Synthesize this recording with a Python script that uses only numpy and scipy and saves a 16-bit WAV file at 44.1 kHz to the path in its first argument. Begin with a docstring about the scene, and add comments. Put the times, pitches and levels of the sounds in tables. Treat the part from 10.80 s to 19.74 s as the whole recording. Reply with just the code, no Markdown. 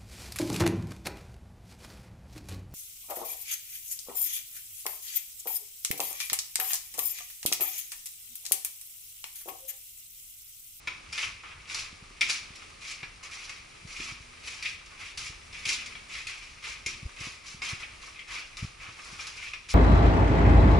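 """Footsteps in a round concrete tunnel: someone walks over a gritty floor, carrying a camera.
Soles grind as shaped bursts of random grains; heels and loose stones clack as fading noise and rings.
Random close reflections and a short decaying echo answer them, and heavy treads ring the air across the tube.
Close by, the hand bumps the camera, over a faint rumble and hiss of filtered noise."""
import sys
import numpy as np
from scipy import signal
from scipy.fft import rfft, irfft, next_fast_len
from scipy.io import wavfile
from scipy.ndimage import map_coordinates

SR = 44100
rng = np.random.default_rng(int(sys.argv[2]) if len(sys.argv) > 2 else 0)


def file_out(sig):
    """Save sig as 16-bit WAV at sys.argv[1]."""
    # one column per channel
    cols = np.atleast_2d(sig).T
    # limit, then scale
    lim = np.clip(cols, -1, 1)
    pcm = np.round(lim * 32767).astype(np.int16)
    wavfile.write(sys.argv[1], SR, pcm)


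N = 394254  # samples in the scene


def amp(db):
    """Decibels to gain."""
    return 10 ** (np.asarray(db) / 20)


def unit(x):
    """Scale x to rms 1."""
    return x / np.sqrt(np.mean(x ** 2) + 1e-20)


def along(points, hz):
    """Read (Hz, value) points between their frequencies on a log axis."""
    f, v = np.transpose(points)
    return np.interp(np.log(hz + 1), np.log(f), v)


def wobble(rate):
    """A smooth random curve through normal draws, rate knots a second."""
    knots = rng.standard_normal(int(N * rate / SR) + 4)
    return map_coordinates(knots, [np.arange(N) * rate / SR])


def filtered(x, response):
    """Shape the spectrum of x by a response over frequency."""
    size = x.shape[-1]
    m = next_fast_len(size + 8192)  # padded with silence
    return irfft(rfft(x, m) * response(np.fft.rfftfreq(m, 1 / SR)), m)[..., :size]


def causal(gain, size=2048):
    """Minimum-phase impulse response of energy 1 for a gain over frequency."""
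    cepstrum = irfft(np.log(np.maximum(gain(np.fft.rfftfreq(size, 1 / SR)), 1e-6)))
    # folding the cepstrum onto positive times puts the energy as early as it can be
    cepstrum[1:size // 2] *= 2
    cepstrum[size // 2 + 1:] = 0
    response = irfft(np.exp(rfft(cepstrum)))
    return response / np.linalg.norm(response)


def add(track, s, sound):
    """Mix a sound into a track at s seconds."""
    part = track[..., max(round(s * SR), 0):][..., :sound.shape[-1]]
    part += sound[..., :part.shape[-1]]


def scuffs(level_db=-0.77, catch_db=0.9, own_db=1.62, hiss_fade=1.33, gravel_db=-9):
    """Soles grind over sand and a little gravel, catching and slipping as they go."""
    # Strokes of a sole over the floor. Each row: start in seconds, time to take the weight in seconds,
    # time under full weight in seconds, relative grinding level in dB, sand hiss in dB over it,
    # hollow scrape in dB over it.
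    strokes = [ (0.318, 0.076, 0.065, -36.5, -1.5, -10), (.63, .01, 0.09, -49.5, -11, 0.5),
               (0.871, 0.087, 0.049, -38.5, 1.5, -8), (1.41, 0.012, 0.056, -40.5, 0.5, -10.5),
               (1.483, 0.0086, 0.045, -36, 1, -12.5), (1.7, .02, .07, -55, -22, -19),
               (2.004, 0.092, 0.03, -40.5, 0, -10.5), (2.425, 0.0044, 0.0073, -44.5, -1, -2),
               (2.505, 0.0078, 0.25, -44.5, -0.5, -9), (2.94, 0.0091, 0.025, -55, -8, -8),
               (3.07, 0.15, 0.083, -41.5, 0.5, -9), (3.617, 0.058, 0.19, -43.5, -1, -9),
               (3.844, 0.0087, 0.013, -36.5, -6.5, -21), (4.1, 0.0093, 0.013, -52.5, -5, -0.5),
               (4.184, 0.022, 0.071, -41.5, -4.5, -12), (4.372, 0.0074, 0.08, -40.5, 1.5, -11),
               (4.723, .01, 0.14, -44, -5.5, -12), (4.85, 0.048, 0.028, -31.5, 0.5, -15.5),
               (5, 0.011, 0.12, -52, -8, -6), (5.281, 0.061, 0.067, -39.5, -4, -13),
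               (5.468, 0.022, 0.089, -44, -1.5, -9), (5.61, 0.026, 0.27, -53.5, -2, -8),
               (5.821, 0.034, 0.055, -38.5, -3, -8.5), (6.062, .005, 0.023, -38, -3.5, -12.5),
               (6.359, 0.05, .09, -41, -1, -8.5), (6.633, 0.051, 0.037, -47, 3, -6),
               (6.814, .01, 0.093, -35.5, -5, -8.5), (6.993, 0.007, 0.015, -41, -8, -7),
               (7.208, 0.018, 0.053, -48, 0.5, -4.5), (7.348, 0.0077, 0.034, -46, -18, -25),
               (7.47, 0.053, 0.065, -38.5, -3.5, -6.5), (7.771, 0.012, 0.05, -43.5, -1.5, -7),
               (7.99, 0.031, 0.082, -43.5, -9, -6), (8.16, 0.15, 0.095, -50, 4, -0.5),
               (8.386, 0.012, 0.12, -44.5, -3.5, -8.5), (8.551, 0.088, 0.037, -40.5, -5.5, -11),
               (8.883, 0.0058, 0.02, -41.5, 5.5, -7), ]
    touch_s, touch_db = 0.0071, -8.5  # fade-in of first contact, and its level under full weight
    sag_db_per_s, lift_db_per_s = 23, 123.5  # easing as the foot slows, further fading as it lifts
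    t = np.arange(SR) / SR
    pressure = np.zeros((3, N))  # hollow, ringing and hissing range
    fade = np.array([[1], [1], [hiss_fade]])  # the hiss fades fastest on lifting
    for s, press, hold, db, hiss, hollow in strokes:
        # the sole touches lightly, takes the weight, slows down and lifts off
        contact_db = touch_db * np.maximum(1 - t / max(press, .002), 0)
        slowing_db = -sag_db_per_s * np.maximum(t - press, 0)
        lift_db = lift_db_per_s * fade * np.maximum(t - press - hold, 0)
        colour_db = np.array([[hollow], [0], [hiss]])
        stroke = amp(db + colour_db + contact_db + slowing_db - lift_db)
        add(pressure, s, np.minimum(t / touch_s, 1) * stroke)
    catching = amp(catch_db * wobble(110))
    sand = []
    for _ in pressure:  # each range has its own grains, in its own clumps
        fine = grit(rate=2600, spread_db=5.5)
        gravel = amp(gravel_db) * grit(rate=90, spread_db=2.5)
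        clumps = amp(own_db * wobble(60))
        sand.append(unit((fine + gravel) * catching * clumps))
    return amp(level_db) * shoe(pressure * np.array(sand))


def clacks(level_db=-6, hollow_db=-2, crack_t60=0.0096, crunch_t60=0.046, attack=0.0013,
           skid_db=-21, skid_t60=0.46):
    """Each contact is a crack, a brief crunch and a fading skid; a loose stone rings with it."""
    # Clear knocks of heel, toe or stone. Each row: start in seconds, relative level in dB,
    # relative brightness in dB, relative hollow knock in dB, relative stone ring in dB.
    contacts = [ (0.072, -17, -13, -5.5, -7), (.3267, -28.5, 3, -6.5, -12), (0.378, -20, -12, -8.5, -7),
                (0.4286, -19, -30, -7, -18), (.634, -40, -17, 9.5, -12), (.8969, -27.5, -8, -16, -5),
                (.945, -28, 8, -1, -11), (1.4088, -13.5, -4, -12, -1.5), (1.414, -14, -13, -13, -6),
                (1.4967, -18.5, 3, -6.5, -17), (1.756, -39.5, 6, -19, -17), (1.819, -35, -9, -2, -18),
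                (2.2294, -26.5, -17, -2, -6), (2.5168, -38, .5, -18, 1), (2.693, -26.5, -3, -6, -7),
                (3.2016, -27.5, -16, -24, -9), (3.3096, -36, -10, -1, -6), (3.6732, -27.5, 1.5, -4, -12),
                (3.8248, -25.5, -2, -14, -6), (3.8557, -21.5, -13, -32, -2.5),
                (4.0597, -39.5, -0.5, -16, -10), (4.374, -30, 7.5, -6, -23), (4.727, -33, -8, -17, -3),
                (4.853, -19.5, -2, -15, -21), (4.8901, -18.5, 0.5, -24, -15), (5.0597, -32, 2.5, -16, -17),
                (5.1512, -28.5, -19, -8, -19), (5.3495, -25, -23, -17, -7), (5.468, -23, -3, -22, -12),
                (5.8399, -28.5, -5, -14, -12), (6.061, -23, 2.5, -15, 0), (6.818, -24.5, -18, -8, 1),
                (7.0198, -33, -13, -10, -10), (7.3906, -32, -11, -24, -11), (7.769, -30, 1, -13, -19),
                (8.39, -32.5, -9, -2, -1.5), (8.4687, -33.5, 7, -13, -12), (8.734, -23.5, -13, -10, -11), ]
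    # A loose stone rocking underfoot. Each row: nominal frequency in Hz, nominal relative level in dB,
    # T60 in seconds.
    stone_modes = [(2248, -4, 0.078), (2380, -4.5, 0.095), (2600, -12, 0.024), (3340, -7, 0.03),
                   (3676, -2.5, 0.021), (4750, -8, 0.033), (5380, -8.5, 0.052)]
    t = np.arange(SR // 4) / SR
    forces, stone = np.zeros((3, N)), np.zeros(N)
    give = 1 - np.exp(-t / attack)  # the rubber sole yields before it bites
    crack = amp(-60 * t / crack_t60)
    crunch = amp(-60 * t / crunch_t60)  # sand crushed under the knock
    skid = amp(skid_db - 60 * t / skid_t60)
    blow = give * (crack + crunch + skid)
    for s, db, bright, hollow, stone_db in contacts:
        noise = rng.choice([-1, 1], (3, len(t))) * blow
        colour_db = np.array([[hollow + hollow_db], [0], [bright]])
        add(forces, s, noise * amp(db + level_db + colour_db))
        ring = np.zeros(len(t))
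        for hz, level, life in stone_modes:  # level and pitch vary a little at each contact
            decay = amp(level + rng.normal(0, 1) - 60 * t / life)
            ring += decay * np.sin(2 * np.pi * (hz * rng.normal(1, 0.028) * t + rng.random()))
        ring *= give
        add(stone, s, amp(db + stone_db) * ring / np.abs(ring).max())
    return shoe(forces) + stone


def crumbs(level_db=-60, bright_db=-5, hollow_db=-6):
    """Stray grains go on ticking under the standing foot."""
    return shoe([amp(level_db + db) * grit(rate=70, spread_db=6) for db in (hollow_db, 0, bright_db)])


def grit(rate, spread_db):
    """Sand grains crack at random moments, about rate a second, a few much larger than the rest."""
    sizes = amp(spread_db * np.minimum(rng.standard_normal(N), 2)) * rng.choice([-1, 1], N)
    return unit(sizes * (rng.random(N) < rate / SR))


def shoe(forces, low_hz=1800, high_hz=3400):
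    """Three forces sound the hollow, the ringing and the hissing range of a shoe on concrete."""
    # Colour of shoe on concrete. Each row: frequency in Hz, relative level in dB within its range.
    shoe_colour = [(150, -32), (350, -23), (650, -23), (900, -17.5), (1230, -8.5), (1420, -13), (1850, -13),
                   (2350, -2.5), (3100, -11.5), (4000, -11), (5300, -9), (7500, -15.5), (8900, -24.5),
                   (10600, -20.5)]

    def above(hz, edge):
        return 1 / (1 + (edge / (hz + 1)) ** 12)

    # share of the power in each range
    ranges = [lambda hz: 1 - above(hz, low_hz),
              lambda hz: above(hz, low_hz) - above(hz, high_hz),
              lambda hz: above(hz, high_hz)]
    sound = np.zeros(N)
    for force, share in zip(forces, ranges):
        body = causal(lambda hz: np.sqrt(np.abs(share(hz))) * amp(along(shoe_colour, hz)))
        sound += signal.fftconvolve(force, body)[:N]
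    return sound


def tunnel(x, wet_db, walls_db, walls_t60, count=6):
    """The sounding grains lie at ever different spots, each with its own path round the tube."""
    spot = np.arange(N) / SR / .016  # moves to the next of count paths every 16 ms, in a cycle
    out = np.array([x, x])  # direct sound, equal at both microphones
    for k in range(count):
        distance = np.abs((spot - k + count / 2) % count - count / 2)
        share = np.cos(np.pi / 2 * np.minimum(distance, 1))  # equal-power crossfade
        path = answer(wet_db, walls_db, walls_t60)
        out += signal.fftconvolve((x * share)[None], path, axes=1)[:, :N]
    return out / np.sqrt(1 + amp(wet_db) ** 2 + amp(walls_db) ** 2)


def answer(wet_db, walls_db, walls_t60):
    """Close reflections of the curved wall, with the echo along the tube swelling in and decaying."""
    # Decay along the tunnel. Each row: frequency in Hz, T60 in seconds.
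    tunnel_decay = [(250, 0.37), (1100, 0.43), (2400, 0.34), (5000, 0.45), (10000, 0.21)]
    t = np.arange(SR) / SR
    hz, lag, z = signal.stft(diffuse(SR), SR, nperseg=256)
    decay = amp(-60 * lag / along(tunnel_decay, hz)[:, None])
    tail = signal.istft(z * decay, SR, nperseg=256)[1][:, :SR]
    tail = tail * (1 - np.exp(-t / 0.0039))
    walls = diffuse(SR) * amp(-60 * t / walls_t60) * (t > .002)  # none nearer than 2 ms
    echo = amp(wet_db) * tail / np.linalg.norm(tail[0])
    return echo + amp(walls_db) * walls / np.linalg.norm(walls[0])


def diffuse(size):
    """Stereo noise as it arrives from all round the tube."""
    # Diffuse sound. Each row: frequency in Hz, left-right correlation.
    likeness = [(150, 0.28), (350, -0.12), (650, -0.49), (1200, 0.12), (1450, 0.17), (2200, 0.49),
                (3400, 0.22), (5300, 0.81), (7100, -0.045), (10000, 0.41)]

    def spread(hz):
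        turn = np.arccos(np.clip(along(likeness, hz), -.95, .95)) / 2
        return np.array([np.cos(turn), np.sin(turn)])

    mid, side = filtered(rng.standard_normal((2, size)), spread)
    return np.array([mid + side, mid - side])


def boom():
    """Heavy treads leave the air ringing faintly in standing waves across the tube."""
    # Heavy treads. Each row: start in seconds, relative level in dB.
    treads = [(0.071, -68), (1.421, -63), (3.2, -61.5), (4.87, -60), (6.07, -61), (6.82, -66)]
    # Standing waves across the tube. Each row: nominal frequency in Hz, relative level in dB,
    # T60 in seconds.
    cross_modes = [(185, -23, .8), (238.5, 1, 2.3), (342, 2.5, 0.81), (379, 6.5, 0.28)]
    track, t = np.zeros(N), np.arange(2 * SR) / SR
    for s, db in treads:
        ring = np.zeros(len(t))
        for hz, level, t60 in cross_modes:  # pitch varies slightly from tread to tread
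            decay = amp(level - 60 * t / t60)
            ring += decay * np.sin(2 * np.pi * hz * rng.normal(1, 0.0086) * t)
        add(track, s, amp(db) * ring * (1 - np.exp(-t / 0.004)))
    return track


def bumps(cycles=0.23, case_hz=370, case_db=-2, knock_t60=0.047):
    """A bump pushes the camera body once to and fro, and its case gives a dull knock."""
    # Bumps of the hand on the camera. Each row: time in seconds, peak level of the push in dB,
    # frequency of its sine in Hz, relative knock of the case in dB.
    hand_bumps = [(1.13, -45.5, 169, -12), (1.227, -44, 140, -8), (1.31, -47, 150, -6),
                  (1.707, -42.5, 161, -13), (2.233, -42.5, 129, -5.5), (3.054, -37, 117, -23),
                  (3.202, -39.5, 208, -4), (3.323, -40, 102, -11), (3.409, -43.5, 80, -12),
                  (4.501, -43, 108, -7), (4.866, -43.5, 119, -3), (6.066, -39.5, 114, -4),
                  (6.232, -35, 115, -22), (6.261, -28.5, 60.3, -21), (6.413, -37, 105, -8.5),
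                  (6.472, -37.5, 163, -2), (6.748, -43, 132, -7), (6.934, -31.5, 95, -12),
                  (7.83, -26, 107, -18), (7.848, -28, 104, -18), (8.09, -43.5, 97, -10),
                  (8.33, -43, 148, -11)]
    track, t = np.zeros(N), np.arange(-SR // 20, SR // 20) / SR

    def case(hz):
        return hz / case_hz / (1 + (hz / case_hz) ** 6)

    for s, db, hz, knock_db in hand_bumps:
        # a sine under a narrow bell, centred on the bump
        push = np.sin(2 * np.pi * hz * t) / np.cosh(np.minimum(np.abs(t * hz / cycles), 20))
        add(track, s + t[0], amp(db) * rng.choice([-1, 1]) * push / np.abs(push).max())
        thud = unit(filtered(rng.standard_normal(len(t)), case))
        knock = thud * amp(-60 * (t - t[0]) / knock_t60)
        add(track, s, amp(db + knock_db + case_db) * knock)
    return track


def background(hiss_db=-52.0, rumble_db=-58.0, drift_db=-1.1, lumps_db=2.5):
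    """Faint air noise all round in the tube, and the wavering rumble of the carried camera."""
    # Air noise. Each row: frequency in Hz, relative level in dB.
    hiss_colour = [(120, -7), (250, -5.5), (360, -1.5), (500, -4), (750, -5), (1000, -5), (1240, 1),
                   (1420, -8), (1850, -5), (2380, 1), (3200, -6.5), (5300, -7.5), (8800, -14),
                   (10800, -16.5)]
    # Rumble of the camera. Each row: frequency in Hz, relative level in dB.
    rumble_colour = [(12, -22), (25, -1), (48, 0), (100, -5.5), (170, -14), (280, -24), (600, -75),
                     (1500, -100)]
    hiss = unit(filtered(diffuse(N), lambda hz: amp(along(hiss_colour, hz))))
    rumble = unit(filtered(rng.standard_normal(N), lambda hz: amp(along(rumble_colour, hz))))
    hiss_gain = amp(hiss_db + drift_db * wobble(3.9))
    rumble_gain = amp(rumble_db + lumps_db * wobble(19))
    return hiss * hiss_gain + rumble * rumble_gain


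def scene():
    """Steps in the tube, with the handling noise close by."""
    soles = tunnel(scuffs() + crumbs(), wet_db=-6.0, walls_db=1.0, walls_t60=0.082)
    heels = tunnel(clacks(), wet_db=-2.5, walls_db=-1.5, walls_t60=0.057)
    return soles + heels + boom() + bumps() + background()


def record(dry):
    """The two microphones differ a little in colour; a steep filter cuts the top."""
    # Microphone pair. Each row: frequency in Hz, left minus right in dB.
    lean = [(200, 0.45), (500, 0), (1200, -1.5), (1750, -6.5), (2000, 5.5), (2400, 2), (2800, 0.5),
            (5400, 1.5), (6500, -1), (7200, 0.4)]
    top_hz = 11200
    coloured = filtered(dry, lambda hz: amp(np.outer([.5, -.5], along(lean, hz))))
    return filtered(coloured, lambda hz: 1 / (1 + (hz / top_hz) ** 150))


dry = scene()
out = record(dry)
file_out(out)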